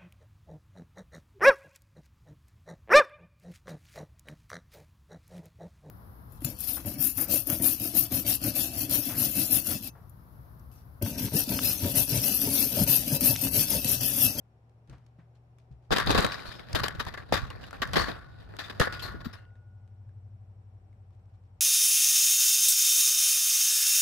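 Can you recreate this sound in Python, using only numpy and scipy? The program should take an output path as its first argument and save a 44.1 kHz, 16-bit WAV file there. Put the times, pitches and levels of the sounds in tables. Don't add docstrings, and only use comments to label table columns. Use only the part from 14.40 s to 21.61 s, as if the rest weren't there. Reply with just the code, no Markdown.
import sys
import numpy as np
from scipy import signal
from scipy.fft import rfft, irfft, next_fast_len
from scipy.io import wavfile
from scipy.ndimage import uniform_filter1d

SR = 44100
rng = np.random.default_rng(int(sys.argv[2]) if len(sys.argv) > 2 else 0)


def ratio(d):
    e = np.asarray(d, float) / 20
    return 10 ** e


def put_to_file(sound):
    columns = np.atleast_2d(sound).T
    safe = np.clip(columns, -1, 1)
    whole_steps = np.round(safe * 32767)
    wavfile.write(sys.argv[1], SR, whole_steps.astype(np.int16))


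N = 317869
T = np.arange(N) / SR


def level(x, db):
    return x * ratio(db) / np.sqrt(np.mean(x ** 2))


def band(x, lo_hz, hi_hz, order=3):
    sos = signal.butter(order, [lo_hz, min(hi_hz, .45 * SR)], "bandpass", fs=SR, output="sos")
    return signal.sosfilt(sos, x)


def colour(x, points, size=2048):
    hz, db = np.transpose(points)
    bin_hz = np.arange(size // 2 + 1) * SR / size
    log_gain = np.interp(np.log(bin_hz + 1), np.log(hz), db) * np.log(10) / 20
    cepstrum = irfft(log_gain)
    cepstrum[1:size // 2] *= 2
    cepstrum[size // 2 + 1:] = 0
    impulse = irfft(np.exp(rfft(cepstrum)))
    return signal.fftconvolve(x, impulse[None], axes=1)[:, :N]


def ring(x, hz, t60):
    pole = np.exp(2j * np.pi * hz / SR - np.log(1000) / (t60 * SR))
    return 2 * (1 - abs(pole)) * signal.lfilter([1], [1, -pole], x).real


def width_t60(width_hz):
    return np.log(1000) / (np.pi * width_hz)


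def walk(rate, channels=1):
    hold = int(SR / rate)
    held = np.repeat(rng.standard_normal((channels, N // hold + 1)), hold, axis=1)
    return 1.2 * uniform_filter1d(uniform_filter1d(held, hold), hold)[:, :N]


def pair(like):
    like = np.clip(like, -1, 1)
    mid, side = rng.standard_normal((2, N))
    opposed = side * np.array([[1], [-1]])
    return (np.sqrt(1 + like) * mid + np.sqrt(1 - like) * opposed) / np.sqrt(2)


def pan(db):
    return ratio(np.array([db, -db]) / 2)


def decays(times, db, t60, pan_db, rise_s=0.00087):
    out = np.zeros((2, N))
    for s, d, long, p in zip(times, db, np.clip(t60, .01, .5), pan_db):
        on = slice(int(s * SR), int((s + long) * SR))
        t = T[on] - T[on][0]
        out[:, on] += pan(p)[:, None] * ratio(d - 60 * t / long) * (1 - np.exp(-t / rise_s))
    return out


def patchy(x, lo_hz, hi_hz, patchy_db, rate, count):
    size = next_fast_len(N)
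    bin_hz = np.arange(size // 2 + 1) * SR / size
    place = count * np.log((bin_hz + 1) / lo_hz) / np.log(hi_hz / lo_hz) - .5
    spectrum = rfft(x, size)
    out = 0
    for k in range(count):
        weight = np.cos(np.pi / 2 * np.clip(place - k, -1, 1)) ** 2
        out = out + irfft(spectrum * weight, size)[:, :N] * ratio(patchy_db * walk(rate, channels=2))
    return out


# f/Hz, level/dB per Hz
ROOM = [(88, -46), (150, -10), (205, -11.5), (239, -30.5), (353, -8), (473, -10), (755, -10.5),
        (1850, -24.5), (2340, -25.5), (3590, -33), (15800, -47.5)]
ROOM_DB, RUMBLE_DB, FRAME_HZ = -67, -68, 15.
# f/Hz, level/dB, place in the frame (0-1), start t/s
WHINES = [
    (5475, -99, .5, -1),
    (8000, -101, 0, 3),
]


def room():
    bass = band(pair(.85), 130, 900) * ratio(1.2 * walk(5))
    top = band(pair(-0.14), 640, 16000, order=2)
    air = level(colour(bass + top, ROOM), ROOM_DB - 3.5)
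    rumble = level(band(pair(.97), 28, 200, order=2) * ratio(2 * walk(3)), RUMBLE_DB)
    whine = 0
    for hz, db, place, on in WHINES:
        draw = 1 + np.sin(2 * np.pi * (FRAME_HZ * T + place))
        whine = whine + ratio(db) * np.sin(2 * np.pi * hz * T) * draw * (T > on)
    return (air + rumble + whine) * pan(2.)[:, None]


# t/s, engine cycle f/Hz, level/dB
TRUCK = [(0, 14.3, -62), (.7, 14.65, -58), (1.45, 15.1, -58), (2.5, 15.6, -58), (3.2, 13.6, -65),
         (3.9, 12.95, -55), (4.4, 12.7, -50), (4.8, 12.25, -54), (5.2, 12.05, -52), (5.85, 12.05, -48),
         (6.1, 12.05, -50.5), (6.5, 11.75, -53.5), (7.21, 11.2, -57)]
# order, level/dB re order 8
SIDE_ORDERS = [(4, -24), (7, -18), (10, -14), (11, -24), (16, -28), (17, -28)]
SLOW_HZ, SLOW_WIDTH_HZ, FAST_9_DB, SLOW_9_DB = 12.3, 0.057, -20, -3
ORDER_5_DB, ORDER_5_GROWTH, ORDER_5_LATE_S = -65.5, 0.37, 0.6


def truck():
    s, cycle, level_db = np.transpose(TRUCK)
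    hz, db8 = np.interp(T, s, cycle), np.interp(T, s, level_db)
    turn = 2 * np.pi * np.cumsum(hz) / SR
    slow = 1 / (1 + np.exp((hz - SLOW_HZ) / SLOW_WIDTH_HZ))
    db9 = db8 + FAST_9_DB + (SLOW_9_DB - FAST_9_DB) * slow
    late_db = np.interp(T - ORDER_5_LATE_S, s, level_db)
    db5 = ORDER_5_DB + ORDER_5_GROWTH * (late_db - level_db.mean())
    orders = [(8, db8), (9, db9), (5, db5)]
    orders += [(k, db8 + db + 3 * walk(3)[0]) for k, db in SIDE_ORDERS]
    drone = 0
    for k, db in orders:
        drone = drone + np.sqrt(2) * ratio(db) * np.sin(k * turn + 2 * np.pi * rng.random())
    return drone * pan(2.2)[:, None]


ROAR_DB, ROAR_GAIN_DB, ROAR_FROM_S, ROAR_SWELL_S = -70.5, 12.5, 5.3, 0.28


def roar():
    swell = 1 / (1 + np.exp((ROAR_FROM_S - T) / ROAR_SWELL_S))
    rough = level(band(pair(1.0), 95, 120, order=2), 0)
    return rough * ratio(ROAR_DB + ROAR_GAIN_DB * swell + 2 * walk(1.5))


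# f/Hz, width/Hz, level/dB
FAN = [
    (763, 14, -80.5),
    (1400, 60, -93.5),
]


def fan():
    air = pair(0.31)
    return sum(level(ring(air, hz, width_t60(width)), db) for hz, width, db in FAN)


# t/s, peak level/dB, treble level/dB re peak
FLOOR_TICKS = [(0.475, -54, -9), (0.497, -45.5, 7.5), (0.5277, -49, -24), (.5827, -54, -20),
               (.6639, -55.5, 7), (.785, -65, -30), (.7935, -69, -28), (1.185, -46.5, -19),
               (5.477, -58, -21), (5.6916, -60.5, -19.5), (6.529, -60.5, -14), (6.707, -61, -10),
               (6.75, -64, -4), (6.795, -62, -5.5), (6.857, -66, 0), (7.037, -64, -1.5), (.295, -61, 3),
               (5.155, -66, -6)]
# t/s, peak level/dB, treble level/dB re peak
CLAW_TICKS = [(1.5842, -8, -8), (1.6625, -21.5, -2), (1.706, -18, 8.5), (1.7138, -15.5, 5),
              (1.806, -13.5, -9), (1.8467, -11, -35), (1.8524, -28, -15), (1.865, -15.5, -18),
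              (1.5265, -12.5, -16), (1.601, -19.5, -8), (1.9202, -36, -13), (2.0572, -52, -11),
              (2.391, -39, -20), (2.7752, -46, -19), (3.533, -17, -11), (4.5246, -28.5, -11),
              (2.1948, -46, -24), (2.3296, -24.5, 3), (2.4825, -10.5, -36), (2.6404, -48, -16),
              (2.651, -28, -13), (2.667, -33, -18), (2.924, -11, -9), (2.943, -13.5, -10),
              (3.1025, -30, -32), (3.2379, -37, -19), (3.2675, -36, -23), (3.309, -30.5, -22),
              (3.329, -33, -35), (3.4743, -29, -22), (2.91, -48, -10.5), (4.1668, -30, -19),
              (4.3981, -10, -3), (5.0514, -63, -14)]


def ticks():
    out = 0
    near, far = (CLAW_TICKS, 4.5, .014, 2600, 9000), (FLOOR_TICKS, 2.2, .02, 2000, 6500)
    for rows, pan_db, t60, edge_hz, top_hz in (near, far):
        at, db, bright_db = np.transpose(rows)
        long, side_db = np.full(len(at), t60), np.full(len(at), pan_db)
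        dull = level(band(pair(0.21), 330, edge_hz, order=1), 0)
        dull *= decays(at, db - 12.0, long, side_db, rise_s=0.00016)
        bright = level(band(pair(.3), edge_hz, top_hz, order=2), 0)
        bright *= decays(at, db + bright_db - 15.0, long, side_db, rise_s=0.00024)
        snap = np.zeros(N)
        snap[(at * SR).astype(int) + SR // 2000] = -ratio(db + 4.0)
        out = out + dull + bright + band(snap, 300, edge_hz + 1500, order=1) * pan(pan_db)[:, None]
    return out


# t/s, thud level/dB, rustle level/dB, t60/s
PAWS = [(0.477, -37, -62, 0.11), (0.492, -32, -69, 1), (0.527, -25.5, -81, 0.097), (0.663, -51, -73, 0.22),
        (0.786, -30, -84, 0.16), (0.947, -70, -64.5, 0.21), (1.182, -69, -67.5, 0.4),
        (1.31, -49.5, -70.5, 0.27), (1.419, -71, -74.5, 0.65), (5.151, -41, -73, 0.22),
        (5.479, -48, -79, 0.13), (5.687, -49.5, -83.5, 0.13), (6.529, -49.5, -88, 0.16),
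        (6.72, -55.5, -75.5, 0.38), (6.885, -62, -80, 0.48), (6.935, -47, -71, 0.22),
        (7.049, -61, -70, 0.15)]


def paws():
    at, thud_db, rustle_db, t60 = np.transpose(PAWS)
    left_db = np.full(len(at), 2.2)
    thud = level(band(pair(.95), 40, 330, order=3), 0)
    body = level(band(pair(.7), 450, 1700, order=2), 0)
    rustle = level(band(pair(.3), 900, 5000, order=2) * ratio(3 * walk(300)), 0)
    thud *= decays(at, thud_db - 17.5, 0.27 * t60, left_db, rise_s=0.0027)
    body *= decays(at, thud_db - 30.0, 1.2 * t60, left_db, rise_s=0.0059)
    rustle *= decays(at, rustle_db, 0.45 * t60, left_db, rise_s=0.0094)
    return thud + body + rustle


# t/s, peak level/dB, f/Hz, t60/s
KNOCKS = [(0.49, -42.5, 130.2, 0.41), (0.786, -48, 160, 0.17), (1.308, -39, 135, 0.13),
          (1.311, -42.5, 63.4, 0.33), (0.499, -41, 60, 0.27), (1.517, -28, 445, 0.024),
          (2.924, -3, 735, 0.0037), (2.939, -28.5, 545, 0.074), (4.399, -14.5, 501, 0.055),
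          (4.744, -34.5, 318, 0.076), (4.857, -31.5, 233, 0.107)]
# t/s, peak level/dB, f/Hz, t60/s
PINGS = [(1.5056, -49, 4760, 0.026), (1.671, -32, 3640, .03), (1.728, -29, 3840, 0.026),
         (1.9202, -32.5, 4700, 0.032), (1.9456, -37.5, 4860, 0.044), (1.9935, -41.5, 2360, 0.046),
         (2.0574, -50, 4300, 0.034), (2.0753, -55, 2580, 0.026), (2.1162, -37, 1740, 0.028),
         (2.194, -46, 2170, 0.081), (2.2858, -47, 1770, .03), (2.3317, -35, 4870, 0.02),
         (2.5971, -33, 1844, 0.066), (2.668, -31, 1050, 0.036), (2.7752, -37.5, 1550, 0.05),
         (2.825, -51, 2300, .02), (3.1025, -39.5, 2870, .04), (3.172, -51, 2400, 0.027),
         (3.24, -39.5, 2850, 0.025), (3.309, -39, 1290, 0.024), (3.33, -35, 1400, 0.053),
         (3.37, -49, 2420, .03), (4.076, -53, 1460, 0.018), (4.139, -42.5, 1520, 0.01),
         (4.808, -53, 3500, .03), (5.0517, -65, 3060, 0.027), (5.0517, -61.5, 1900, .03),
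         (5.105, -68, 1930, 0.041), (5.155, -64.5, 1680, 0.048), (5.155, -73, 3700, 0.033),
         (5.4767, -74, 3000, .02), (5.6928, -69, 1630, 0.055), (6.5284, -68.5, 2200, 0.038),
         (6.7065, -66, 1084, 0.038), (.7935, -65, 1860, 0.037), (1.185, -66, 2300, 0.03)]
PING_DAMPING = .4


def knocks():
    out = np.zeros((2, N))
    pings = [(s, db + 5, hz, PING_DAMPING * t60) for s, db, hz, t60 in PINGS]
    for s, db, hz, t60 in list(KNOCKS) + pings:
        on = slice(int(s * SR), int((s + t60) * SR))
        swing = np.sin(2 * np.pi * hz * (T[on] - s) - np.array([[0], [.6]]))
        out[:, on] += swing * decays([s], [db], [t60], [2.5], rise_s=0.23 / hz)[:, on]
    return out


# t/s, slip level/dB, weight on the housing level/dB
STROKE = [(1.492, -74.5, -40.5), (1.6, -69, -45.5), (1.682, -44, -34.5), (1.77, -37, -33.5),
          (1.96, -48.5, -52), (2.25, -63.5, -58.5), (2.36, -49, -40.5), (2.51, -58, -47.5),
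          (2.88, -68, -54), (2.93, -57.5, -38.5), (3.32, -64, -57), (3.59, -50, -36), (3.84, -69, -55),
          (4.07, -70, -52.5), (4.26, -61, -56), (4.5, -53, -48.5), (4.8, -68.5, -45.5), (5.17, -85, -74)]
# t/s, extra treble level/dB
FINENESS = [(1.5, 0.), (1.87, -1), (2.05, 1), (2.25, 2.5), (2.45, -1), (2.7, 3.5), (2.87, 2.5), (3.15, 0.5),
            (3.8, 1), (4.0, 3), (4.35, 0.5), (4.75, -1.5), (5.0, -3)]
# t/s, left minus right level/dB
SIDE_OF_TOUCH = [(1.5, 3.5), (2.0, 7), (2.5, 5), (3.2, 2.5), (3.6, 4.5), (4.4, 3), (4.55, 4), (4.9, 6.5)]
# t/s, peak level/dB, treble level/dB re peak, low-mid level/dB re peak, t60/s
THUMPS = [(1.5061, -26.5, -3.5, 13, 0.19), (1.514, -9.5, -11, -7, 0.41), (1.5615, -13, -4, -1.5, 0.17),
          (1.5825, -10.5, -18.5, -10.5, 0.22), (1.67, -27, 1, 8.5, 0.21), (1.694, -19, -5, 9, 0.066),
          (1.701, -22.5, 1.5, 12.5, .21), (1.747, -9, -12.5, -2, 0.38), (1.7763, -33, 14.5, 22, 0.15),
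          (1.8238, -35.5, 11, 13, 0.06), (1.845, -20, -4.5, 8, 0.12), (2.3484, -12, -9, -8, 0.24),
          (2.434, -17.5, -7, -7, 0.25), (2.549, -38.5, -8.5, 1, 0.17), (2.6646, -28.5, -8, -1.5, .2),
          (2.924, -14, -6, -5.5, 0.36), (3.231, -29.5, -13.5, -7, 0.14), (3.329, -30, -14, -1, 0.2),
          (3.5565, -9, -10, -4, 0.47), (3.683, -25.5, -11.5, 0, 0.43), (4.136, -46.5, -11.5, 15, 0.12),
          (4.4, -3, -12, -9.5, 0.28), (4.4709, -25, -47, 3.5, 0.13), (4.6385, -28, -18.5, -9.5, 0.74)]
# t/s, peak level/dB, treble level/dB re peak, t60/s
RAKES = [(1.597, -20, -9.5, 0.26), (1.9196, -24, -2.5, 0.15), (1.949, -54, 3, 0.84),
         (2.057, -37, -4.5, 0.1), (2.116, -38, -3, 0.2), (2.193, -40, -6, .1), (2.285, -47, -4.5, .1),
         (4.0, -50.5, -7, .3), (2.389, -27.5, -16.5, 0.51), (2.594, -18.5, -11, 0.21),
         (2.684, -26, -16, 0.11), (2.739, -24, -15, 0.11), (2.774, -23.5, -17, 0.15),
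         (2.937, -11.5, -13.5, 0.1), (3.1015, -28, -18, 0.18), (3.211, -43.5, -6, 0.93),
         (3.4181, -7, -12, .14), (3.533, -13.5, -12, 0.28), (3.5794, -32, -5.5, .13),
         (4.1873, -20.5, -9.5, 0.29), (4.297, -24.5, -9.5, 0.1), (4.414, 6.5, -34.5, 0.031),
         (4.5246, -28, -7, 0.44), (4.593, -38.5, 4, 0.17), (4.6184, -28, -15, 0.44),
         (4.804, -32.5, -14, 0.12), (4.8454, -32, -13, 0.38), (4.9277, -34.5, -11, 0.3)]
RAKE_LOW_DB = -12
# f/Hz, level/dB per Hz
HOUSING = [(88, -37.5), (150, 0.5), (259, -6), (512, -5.5), (935, -5), (1780, 2.5), (1960, -0.5),
           (2730, -11.5), (3800, -9), (4900, -12.5), (5830, -22), (10100, -32.5), (11500, -23),
           (14600, -42), (15800, -54.5)]
# f/Hz, width/Hz, level/dB
SHELL = [(1134, 97, 5), (1350.5, 30, -2), (1652, 270, -9.5), (1590, 22, -12.5), (3810, 380, -10),
         (4910, 320, -15.5), (4665, 110, -8), (11100, 220, -17.5)]
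# f/Hz, level/dB, t60/s
STAND = [(1330, -6, .5), (1357, -6, .8), (1410, -5, .8), (1448, 0, 1.5), (1486, -4, 1.4), (1525, -9, 1.8),
         (2805, -8, .7)]
SLIP_REF_DB = -50
TREBLE_DB, TREBLE_GROWTH, LOW_DB, LOW_GROWTH = -53.5, 0.97, -45.5, 0.64


def rubbing():
    s, slip_db, weight_db = np.transpose(STROKE)
    fade = np.clip((T - s[0]) / 0.024, 0, 1) * np.clip((s[-1] - T) / 0.12, 0, 1)
    body_db, rumble_db = np.interp(T, s, slip_db), np.interp(T, s, weight_db)
    over_db = body_db - SLIP_REF_DB
    treble_db = TREBLE_DB + TREBLE_GROWTH * over_db + np.interp(T, *np.transpose(FINENESS))
    low_db = LOW_DB + LOW_GROWTH * over_db
    rakes = [(when, db, sharp, RAKE_LOW_DB, long) for when, db, sharp, long in RAKES]
    at, peak_db, sharp_db, dull_db, t60 = np.transpose(list(THUMPS) + rakes)
    side_db = np.interp(at, *np.transpose(SIDE_OF_TOUCH))
    pan_db = 0.66 + np.interp(T, *np.transpose(SIDE_OF_TOUCH))

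    snaps = (rng.random(N) < 350 / SR) * ratio(4 * rng.exponential(size=N))
    snaps = signal.lfilter([1], [1, -np.exp(-1 / (.0012 * SR))], np.minimum(snaps, 3))
    slips = (1 + .3 * snaps) * ratio(2.0 * walk(900, channels=2) + 2.2 * walk(130))

    raw = [colour(slips * pair(like), HOUSING) for like in (-.3, .6, .05)]
    low = level(band(raw[0], 170, 850), 0)
    body = level(patchy(raw[1], 850, 2300, 2., 30, count=3), 0)
    treble = level(patchy(raw[2], 2300, 16000, 2.5, 22, count=11), 0)

    crack = decays(at, peak_db + sharp_db - 25.5, 0 * at + 0.0077, side_db, rise_s=0.00013)
    low_blows = decays(at, peak_db + dull_db - 8.0, .5 * t60, side_db, rise_s=0.00046)
    body_blows = decays(at, peak_db - 20, 0.86 * t60, side_db, rise_s=0.002)
    treble_blows = decays(at, peak_db + sharp_db - 8.5, 0.57 * t60, 1.3 * side_db, rise_s=0.0009)
    low *= fade * ratio(low_db) * pan(0.79)[:, None] + low_blows
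    body *= fade * ratio(body_db) * pan(0.7)[:, None] + body_blows + crack
    treble *= fade * ratio(treble_db) * pan(pan_db) + treble_blows + crack

    shell = 0
    for hz, width, db in SHELL:
        shell = shell + ratio(db + 4 * walk(14)) * ring(body + treble, hz, width_t60(width))
    hard = (body + treble).mean(axis=0) * (ratio(-2) + decays(at, peak_db - 8, t60, 0 * at)[0])
    stand = sum(ratio(db) * ring(hard, hz, long) for hz, db, long in STAND)
    rumble = level(band(pair(0.096), 42, 130, order=2), 0) * fade * ratio(rumble_db + 4.0)
    return low + body + treble + shell + ratio(10.0) * stand + rumble


# t/s, peak level/dB, f/Hz, left minus right level/dB
SHOVES = [(1.505, -24.5, 43.5, -3.5), (2.412, -27, 120, -6), (2.794, -35, 89.5, -6), (1.518, -22, 97, -6.5),
          (1.559, -40.5, 593, -9), (1.679, -26, 71, 11), (1.77, -29.5, 41, 19.5), (1.786, -19, 109, 16),
          (2.081, -35.5, 81.8, -9), (2.337, -20, 86, 0), (2.425, -30, 82, -10), (2.581, -29, 92.5, -4),
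          (2.664, -30.5, 81, -2.0), (2.925, -9, 396, 13.5), (2.937, -24.5, 138, 0), (3.025, -29, 70.6, -16),
          (3.402, -33, 101, -10), (4.393, -25.5, 41, -4.5), (4.402, -12, 117.6, 9), (4.748, -28, 272, 1),
          (4.865, -24, 176.3, 4)]


def shoves():
    out = np.zeros((2, N))
    sign = rng.choice([-1, 1], (len(SHOVES), 2))
    for (s, db, hz, pan_db), (flip, lead) in zip(SHOVES, sign):
        t = np.arange(int(1.5 * SR / hz)) / SR
        apart = np.array([[0], [lead * np.pi / 2]])
        swing = np.sin(2 * np.pi * hz * t + apart) * np.sin(np.pi * t / t[-1]) ** 2
        start = int(s * SR)
        out[:, start:start + len(t)] += ratio(db) * flip * pan(pan_db)[:, None] * swing
    return out


# t/s, peak level/dB, f/Hz, t60/s
SQUEAKS = [(1.702, -32, 3800, 0.61), (1.8262, -31, 3900, 0.49), (2.3506, -13.5, 3600, 0.048),
           (2.434, -26.5, 3800, 0.1), (3.5794, -22, 4400, 0.28), (4.2358, -33.5, 3640, 0.18),
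           (4.594, -26, 3230, 0.047), (4.621, -26, 4200, 0.21), (4.6444, -38, 2300, 0.1),
           (4.847, -31.5, 4470, 0.048), (4.929, -36.5, 5200, 0.061), (4.617, -39.5, 11600, 0.22),
           (4.846, -47, 14000, 0.12), (4.929, -49.5, 10500, 0.083), (2.057, -48, 11000, 0.073),
           (4.205, -44, 4600, 0.27), (4.2, -42, 1600, 0.067), (4.527, -33.5, 5040, 0.053),
           (4.594, -36.5, 3100, 0.055), (4.846, -41.5, 3900, 0.17), (4.96, -56, 2770, 0.34),
           (4.97, -54, 4140, 0.13), (2.6, -32, 3800, .1), (2.78, -44, 4240, 0.11), (2.15, -46, 5100, .2),
           (4.65, -40, 3700, 0.14), (1.8, -38, 4200, .1), (2.06, -35, 4300, 0.24)]


def squeaks():
    scrape, out = pair(.2), np.zeros((2, N))
    for s, db, hz, t60 in SQUEAKS:
        on = slice(int(s * SR) - SR // 10, int(s * SR) + SR // 2)
        narrow = level(ring(scrape[:, on], hz, 0.014), 0)
        out[:, on] += narrow * decays([s], [db - 8.5], [t60], [8.], rise_s=0.0061)[:, on]
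    return out


def scene():
    around = room() + truck() + roar() + fan() + paws()
    contact = ticks() + knocks() + rubbing() + shoves() + squeaks()
    return around + contact


def low_pass(x):
    return signal.sosfilt(signal.butter(12, 15900, fs=SR, output="sos"), x)


CLIP, TOP_HZ = .25, 15050


def record(dry):
    flat = dry / (1 + np.abs(dry / CLIP) ** 4) ** (1 / 4)
    dull = signal.sosfilt(signal.ellip(8, .5, 50, TOP_HZ, fs=SR, output="sos"), flat)
    return low_pass(dull)


dry = scene()
out = record(dry)
put_to_file(out)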